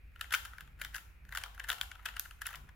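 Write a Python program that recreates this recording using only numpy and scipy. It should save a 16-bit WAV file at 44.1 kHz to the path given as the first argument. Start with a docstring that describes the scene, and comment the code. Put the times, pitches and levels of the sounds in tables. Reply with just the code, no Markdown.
"""Twisting a plastic puzzle cube

The cube is turned by hand close to two microphones in a small room. Its loose pieces knock together
in quick runs. Each knock is a scatter of tiny contacts that rings the whole body, the hollow core,
the shells of the pieces and their hard edges. The layers rub between knocks, and now and then a piece
snaps into its seat. The hands rustle softly; a low hum, rumble and faint hiss lie underneath."""
import sys
import numpy as np
from scipy import signal
from scipy.fft import rfft, irfft, next_fast_len
from scipy.io import wavfile

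SR = 44100
rng = np.random.default_rng(int(sys.argv[2]) if len(sys.argv) > 2 else 0)


def unload_wav(signal):
    """Save mono or channel-first audio to the path in sys.argv[1] as 16-bit WAV at rate SR, clipped to [-1, 1]."""
    wavfile.write(
        sys.argv[1],
        SR,
        np.round(np.clip(np.atleast_2d(signal).T, -1, 1) * 32767).astype(np.int16),
    )


N = 121275
T = np.arange(N) / SR

# tones of the electric hum: (frequency [Hz], level [dB])
HUM_TONES = [(49.5, -60.5), (141, -82.5)]
# colour of the rumble, from low to high: (frequency [Hz], relative level [dB])
RUMBLE_COLOUR = [(20, -5), (33, 1), (49, 12), (62, 6.5), (85, 1.5), (120, -12.5), (200, -20), (400, -47.5)]
# colour of the hiss: (frequency [Hz], relative level [dB])
HISS_COLOUR = [(150, 6.5), (400, -1), (900, -9), (1500, -2.5), (2500, 3), (3100, -12), (4500, -17),
               (8000, -36), (12000, -17.5), (16000, -21)]
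# the hands shift their grip: (time [s], half length [s], level [dB])
GRIP_SHIFTS = [(0.647, 0.042, -65.5), (0.806, 0.068, -64.5), (1.272, 0.05, -64.5), (2.641, 0.046, -60)]
# colour of their rustle: (frequency [Hz], relative level [dB])
RUSTLE_COLOUR = [(60, -15), (140, 17.5), (200, 2), (320, -7.5), (700, -15), (2000, -48)]
# the room's echo: (frequency [Hz], level [dB], time to fade by 60 dB [s])
ROOM_BANDS = [(300, 3, 0.36), (730, 1, 0.92), (1640, -11, 0.44), (3100, -5.5, 0.4), (5500, -5.5, 0.44),
              (10400, -8.5, 0.49), (15500, -4, 0.38)]
# colour of the two microphones: (frequency [Hz], left gain [dB], right gain [dB])
MIC_COLOUR = [(487, -3, -8), (1370, 3.5, 1), (2450, 4, -2.5), (4390, -5.5, -9), (6080, 3, -4),
              (7560, 3.5, -10.5), (8730, -2.5, 1), (10230, -2, 6), (12100, 1.5, 3), (15900, -6, -8)]
# low ringing tones, or modes, of the whole cube: (frequency [Hz], relative level [dB], fade time [s])
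BODY_MODES = [(518, -18, 0.039), (795, -5, 0.015), (935, -0.5, 0.0096), (1107, 2, 0.011)]
# ring of the hollow core: (frequency [Hz], relative level [dB], fade time [s])
HOLLOW_MODES = [(1258, -7, 0.0097), (1416, 1, 0.0077), (1642, 2.5, 0.0059), (1963, -0.5, 0.0056)]
# ring of the pieces' shells: (frequency [Hz], relative level [dB], fade time [s])
SHELL_MODES = [(2168, -0.5, 0.0024), (2624, -3, 0.0058), (2944, 1.5, 0.0036), (3545, -2.5, 0.006),
               (4060, -8, 0.0039)]
# ring of their hard edges: (frequency [Hz], relative level [dB], fade time [s])
EDGE_MODES = [(4470, -2.5, 0.0026), (6120, -1.5, 0.0022), (6710, -2, 0.0026), (9870, 1, 0.0018),
              (10630, 1.5, 0.0015), (11940, 3, 0.0015), (13270, 6, 0.0011), (15040, 3.5, 0.0014)]
# the body's ring against the hollow's, as the grip changes: (time [s], relative level [dB])
BODY_LEVELS = [(0.21, -15), (0.35, -13.5), (0.81, -15), (1.35, -12), (1.375, -8.5), (1.46, -4.5),
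               (1.68, -15.5), (1.705, -7.5), (2.0, -8.5), (2.17, -12.5), (2.42, -15.5), (2.56, -7)]
# longer turns, where a layer scrapes on between knocks: (middle time [s])
SLIDE_TIMES = [1.38, 1.7, 2.09, 2.51]
# pieces snap into their seats: (time [s], frequency [Hz], fade time [s], relative level [dB])
SEAT_SNAPS = [(0.6064, 3100, 0.0065, -51.5), (1.7018, 3730, 0.0043, -28.5), (1.8131, 3200, 0.0045, -27.5),
              (2.1961, 13200, 0.0011, -32), (2.4675, 10400, 0.0023, -41.5)]
# knocks of the pieces, with relative levels: (time [s], scatter length [s],
# pitch the hollow leans toward [Hz], hollow level [dB], shell level [dB], edge level [dB])
PIECE_KNOCKS = [(0.119, 0.0012, 1510, -72, -81, -74), (0.1606, 0.0011, 1710, -53.5, -59, -72),
                (0.2113, 0.0018, 1470, -35, -36, -38.5), (0.243, 0.0009, 1620, -45.5, -81, -78),
                (0.3075, 0.0029, 1810, -43.5, -44.5, -55), (0.3194, 0.002, 1570, -41.5, -53, -62),
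                (0.3232, 0.0009, 1720, -32.5, -40, -41), (0.3258, 0.0024, 1730, -45, -38, -34.5),
                (0.3301, 0.00093, 1680, -55, -52, -38), (0.338, 0.00062, 1496, -26.5, -34, -31.5),
                (0.3412, 0.0016, 1590, -51, -28, -33), (0.3466, 0.0018, 1530, -28.5, -32.5, -43),
                (0.35, 0.0024, 1640, -35.5, -48, -30), (0.4511, 0.0017, 1500, -45.5, -49.5, -46.5),
                (0.4549, 0.0019, 1460, -43.5, -48, -44.5), (0.5345, 0.0017, 1410, -48, -59, -67),
                (0.583, 0.0015, 1500, -45, -53.5, -54.5), (0.6078, 0.00034, 1514, -46, -48, -48.5),
                (0.676, 0.0013, 1630, -59, -63.5, -69), (0.7973, 0.0052, 1640, -53.5, -62, -56),
                (0.8157, 0.0032, 1880, -33.5, -41.5, -37.5), (0.8381, 0.0014, 1590, -56, -49, -95),
                (0.848, 0.0017, 1570, -40.5, -40.5, -42), (0.9454, 0.0038, 1870, -37, -41.5, -41.5),
                (0.9495, 0.0015, 1840, -48.5, -55, -68), (0.9565, 0.001, 1680, -41, -54, -41.5),
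                (0.963, 0.0016, 1440, -42, -46.5, -37.5), (0.9816, 0.0019, 1560, -47, -51, -53),
                (1.2512, 0.0012, 1850, -59.5, -68, -61.5), (1.2917, 0.0013, 1800, -55, -67, -56.5),
                (1.3239, 0.0027, 1930, -39.5, -48, -47.5), (1.3502, 0.0013, 1550, -35.5, -45.5, -40),
                (1.358, 0.0026, 1750, -41, -44, -45), (1.3733, 0.0017, 1510, -36, -35.5, -37),
                (1.383, 0.0024, 1590, -44.5, -49, -43.5), (1.4135, 0.0065, 1530, -49.5, -52, -52),
                (1.4372, 0.0012, 1810, -40, -37.5, -42), (1.4609, 0.0011, 1180, -46.5, -55, -52),
                (1.547, 0.005, 1510, -55, -62, -55.5), (1.5783, 0.00067, 1560, -48.5, -62, -58),
                (1.598, 0.001, 1790, -41.5, -44, -56), (1.6007, 0.0012, 1710, -39, -46.5, -55),
                (1.6409, 0.0053, 1670, -42, -48, -50), (1.6875, 0.0038, 1620, -34, -39, -35.5),
                (1.6933, 0.0038, 1380, -38, -43, -35), (1.7013, 0.00073, 1386, -30.5, -31.0, -33),
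                (1.7159, 0.0035, 1395, -35.5, -35, -36), (1.7281, 0.0026, 1440, -40, -44, -40),
                (1.783, 0.0035, 1460, -49, -50.5, -55), (1.8125, 0.0014, 1500, -38.5, -33.5, -34),
                (1.8328, 0.0018, 1550, -47.5, -58, -48.5), (1.9157, 0.0024, 1490, -49.5, -45, -67),
                (1.9536, 0.0027, 1360, -52, -55, -62), (1.9941, 0.0036, 1150, -53, -61.5, -71),
                (2.0563, 0.0041, 1980, -36, -42.5, -38.5), (2.059, 0.0037, 1350, -35, -34, -43),
                (2.0867, 0.0037, 1500, -40, -44, -47), (2.1397, 0.0024, 1500, -53, -54, -71),
                (2.1667, 0.0026, 1630, -38.5, -41, -47), (2.1961, 0.001, 1670, -46, -43, -30.5),
                (2.255, 0.0043, 1550, -46.5, -55.5, -52.5), (2.31, 0.00092, 1250, -50, -50.5, -55),
                (2.4178, 0.0034, 1660, -37, -44.5, -42), (2.458, 0.0059, 1460, -40.5, -41, -50),
                (2.4669, 0.0011, 1630, -46.5, -56, -33.5), (2.4701, 0.0012, 1640, -38, -43.5, -47),
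                (2.4891, 0.00087, 1460, -48, -50, -60), (2.5055, 0.0054, 1410, -44, -59, -50),
                (2.5293, 0.0021, 1830, -48, -54, -50), (2.5392, 0.0013, 1410, -45, -50, -95),
                (2.547, 0.0016, 1460, -45, -50, -56), (2.5561, 0.0034, 1630, -50.5, -47.5, -45),
                (2.6906, 0.0032, 1800, -54.5, -60.5, -73)]

RUMBLE_DB, HISS_DB = -55.5, -68
ROOM_DELAY_S, EARLY_ECHO_DB, EARLY_ECHO_S = 0.0014, -0.5, 0.011
RUB_DB, GRAINS_PER_S, GRAIN_SPREAD_DB = -60.5, 1200, 6.5
RUB_REACH_S, RUB_FOLLOWS = 0.0055, 0.87   # rubbing gains 0.87 dB for each dB of a nearby knock
RUB_BODY_DB, RUB_SHELL_DB, RUB_EDGE_DB = 5.5, -7, -8
SLIDE_S, SLIDE_DB = 0.048, -53
CONTACTS_PER_S, CONTACT_SPREAD_DB, MODE_SPREAD_DB = 9000, -0.5, 1.5
RUN_UP_S, BLOW_SHARE, BLOW_DB = .007, 0.21, 8.5   # the main contact; shares are of the scatter length
LEAD_SHARE, LEAD_DB, CHATTER_SHARE, CHATTER_DB = .45, -2, 1.05, -2.5
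HOLLOW_HZ, PITCH_FOLLOWS = 1612, 0.45   # the hollow's usual pitch, and how far it leans away
PIECE_SPREAD = 0.061   # the pieces differ in pitch by up to this share
HOLLOW_DB, SHELL_DB, EDGE_DB = -0.32, 3, -1.3
HOLLOW_SIDE_DB, SHELL_SIDE_DB, EDGE_SIDE_DB = -38, -8.5, 1   # higher: left and right differ more
KNOCK_S = .003   # a click's level is set as if all its energy fell within this time
SNAP_ROOM_DB, CUTOFF_HZ = -43, 16400


def from_db(db):
    """Turn decibels into a number to multiply by."""
    return 10 ** (np.asarray(db) / 20)


def unit_power(x):
    """Scale a sound to an average power of 1."""
    return x / np.sqrt(np.mean(x ** 2) + 1e-20)


def at_hz(table, hz, column=1):
    """Read a table between its rows, with every octave equally wide."""
    rows = np.array(table)
    return np.interp(np.log(np.maximum(hz, 1)), np.log(rows[:, 0]), rows[:, column])


def noise(colour, alike):
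    """Stereo noise of a given colour; alike runs from 0 (unrelated sides) to 1 (the same)."""
    gains = from_db(at_hz(colour, np.fft.rfftfreq(N, 1 / SR)))
    mid, side = irfft(rfft(rng.standard_normal((2, N))) * gains, N)
    return unit_power(np.sqrt(1 + alike) * mid + np.sqrt(1 - alike) * side * [[1], [-1]])


def background():
    """Steady electric hum, low rumble and faint hiss."""
    hum = sum(from_db(db) * np.sqrt(2) * np.sin(2 * np.pi * (hz * T + rng.random()))
              for hz, db in HUM_TONES)
    rumble = from_db(RUMBLE_DB) * noise(RUMBLE_COLOUR, alike=0.92)
    hiss = from_db(HISS_DB) * noise(HISS_COLOUR, alike=0.25)
    return hum + rumble + hiss


def hands():
    """Soft swells of low rustle as the hands shift on the cube."""
    swell = sum(from_db(db) * np.exp(-.5 * ((T - s) / width) ** 2) for s, width, db in GRIP_SHIFTS)
    return swell * noise(RUSTLE_COLOUR, alike=0.99)


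def room_echo(size=32768):
    """Dense reflections, strongest at first; each band of frequencies fades at its own speed."""
    t, hz = np.arange(size) / SR, np.fft.rfftfreq(size, 1 / SR)
    white, out = rfft(rng.standard_normal((2, size))), 0
    centres = np.log([row[0] for row in ROOM_BANDS])
    early_boost = 1 + from_db(EARLY_ECHO_DB) * np.exp(-t / EARLY_ECHO_S)
    for share, (_, db, fade_s) in zip(np.eye(len(ROOM_BANDS)), ROOM_BANDS):
        band = irfft(white * np.interp(np.log(hz + 1), centres, share))
        fade = np.exp(-np.log(1000) * t / fade_s) * (t > ROOM_DELAY_S) * early_boost
        out = out + from_db(db) * band * fade / np.sqrt(np.sum(fade ** 2))
    return out


def microphones(cube):
    """Two microphones hear the cube directly and as echo. Its rows: left, right, into the room."""
    size = next_fast_len(N + 32768)
    hz, spectrum = np.fft.rfftfreq(size, 1 / SR), rfft(cube, size)
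    colour = from_db([at_hz(MIC_COLOUR, hz, column=1), at_hz(MIC_COLOUR, hz, column=2)])
    echo = spectrum[2] * rfft(room_echo(), size)
    return irfft(colour * (spectrum[:2] + echo), size)[:, :N]


def ring(contacts, modes, pitch=1, spread_db=0):
    """Each contact starts a set of fading tones, whose strengths may vary by chance."""
    out = 0
    for k, (hz, db, fade_s) in enumerate(modes):
        decay, angle = from_db(-60 / (fade_s * SR)), 2 * np.pi * hz * pitch / SR   # per sample
        gain = from_db(db + spread_db * rng.standard_normal()) * (-1) ** k
        feedback = [1, -2 * decay * np.cos(angle), decay * decay]
        out = out + gain * signal.lfilter([1, 0, -1], feedback, contacts + 1e-18)
    return out


def body_db(s):
    """How strongly the grip lets the body ring at a given time."""
    return np.interp(s, *np.transpose(BODY_LEVELS))


def rubbing():
    """Sliding layers catch in faint grains, around the knocks and through the longer turns."""
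    near_knocks = sum(from_db(2 * RUB_FOLLOWS * hollow_db) * np.exp(-np.abs(T - s) / RUB_REACH_S)
                      for s, _, _, hollow_db, _, _ in PIECE_KNOCKS)
    in_turns = sum(from_db(2 * RUB_FOLLOWS * SLIDE_DB) * np.exp(-.5 * ((T - s) / SLIDE_S) ** 2)
                   for s in SLIDE_TIMES)
    sizes = from_db(GRAIN_SPREAD_DB * np.minimum(rng.exponential(1, N), 3)) * rng.choice([-1, 1], N)
    grains = (rng.random(N) < GRAINS_PER_S / SR) * sizes * np.sqrt(near_knocks + in_turns)
    parts = [(BODY_MODES, RUB_BODY_DB + body_db(T)), (HOLLOW_MODES, 0),
             (SHELL_MODES, RUB_SHELL_DB), (EDGE_MODES, RUB_EDGE_DB)]
    return sum(from_db(RUB_DB + db) * unit_power(ring(grains, modes)) for modes, db in parts)


def snaps(size=2048):
    """A piece snaps into its seat with one clear ring and almost no echo."""
    out = np.zeros(N + size)
    for s, hz, fade_s, db in SEAT_SNAPS:
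        mode, start = [(hz, 0, fade_s)], int(s * SR)
        click = ring(ring(signal.unit_impulse(size), mode), mode)   # ringing twice makes it swell first
        out[start:start + size] += from_db(db) * np.sqrt(KNOCK_S * SR / size) * unit_power(click)
    return out[:N] * from_db([[0], [0], [SNAP_ROOM_DB]])


def scatter(length, size=2048):
    """The contacts of one knock: building friction, a short crunch with the main blow, dying chatter."""
    t = np.arange(size) / SR - RUN_UP_S + BLOW_SHARE * length
    rise = from_db(LEAD_DB) * np.exp(-np.abs(t) / (LEAD_SHARE * length))
    chatter = from_db(CHATTER_DB) * np.exp(-np.abs(t - length) / (CHATTER_SHARE * length))
    touches = rng.random(size) < CONTACTS_PER_S / SR
    strengths = from_db(CONTACT_SPREAD_DB * np.clip(rng.standard_normal(size), -2, 2))
    contacts = touches * strengths * rng.choice([-1, 1], size)
    contacts[int(RUN_UP_S * SR)] = from_db(BLOW_DB)
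    return contacts * np.where(t < 0, rise, np.where(t < length, 1, chatter))


def knocks(size=2048):
    """Loose pieces collide, ringing the body, hollow, shells and edges together."""
    out = np.zeros((3, N + size))
    blow = signal.unit_impulse(size, int(RUN_UP_S * SR))
    for s, length, hz, hollow_db, shell_db, edge_db in PIECE_KNOCKS:
        start = int((s - RUN_UP_S) * SR)
        mid, side = scatter(length), scatter(length)   # what left and right share, and how they differ
        core_pitch = (hz / HOLLOW_HZ) ** PITCH_FOLLOWS
        piece_pitch = 1 + rng.uniform(-PIECE_SPREAD, PIECE_SPREAD)
        parts = [(BODY_MODES, core_pitch, hollow_db + body_db(s), HOLLOW_SIDE_DB),
                 (HOLLOW_MODES, core_pitch, hollow_db + HOLLOW_DB, HOLLOW_SIDE_DB),
                 (SHELL_MODES, piece_pitch, shell_db + SHELL_DB, SHELL_SIDE_DB),
                 (EDGE_MODES, piece_pitch, edge_db + EDGE_DB, EDGE_SIDE_DB)]
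        for modes, pitch, db, side_db in parts:
            contacts = mid + from_db(side_db) * side * [[1], [-1]]
            left, right = ring(contacts, modes, pitch, MODE_SPREAD_DB)
            into_room = ring(blow, modes, pitch)
            rings = np.array([unit_power(x) for x in (left, right, into_room)])
            out[:, start:start + size] += from_db(db) * np.sqrt(KNOCK_S * SR / size) * rings
    return out[:, :N]


def scene():
    """The cube in its room, the hands and the background."""
    return microphones(knocks() + snaps() + rubbing()) + hands() + background()


def record(dry):
    """A steep filter cuts off the very highest treble."""
    return signal.sosfilt(signal.ellip(10, .2, 70, CUTOFF_HZ, fs=SR, output="sos"), dry)


dry = scene()
out = record(dry)
unload_wav(out)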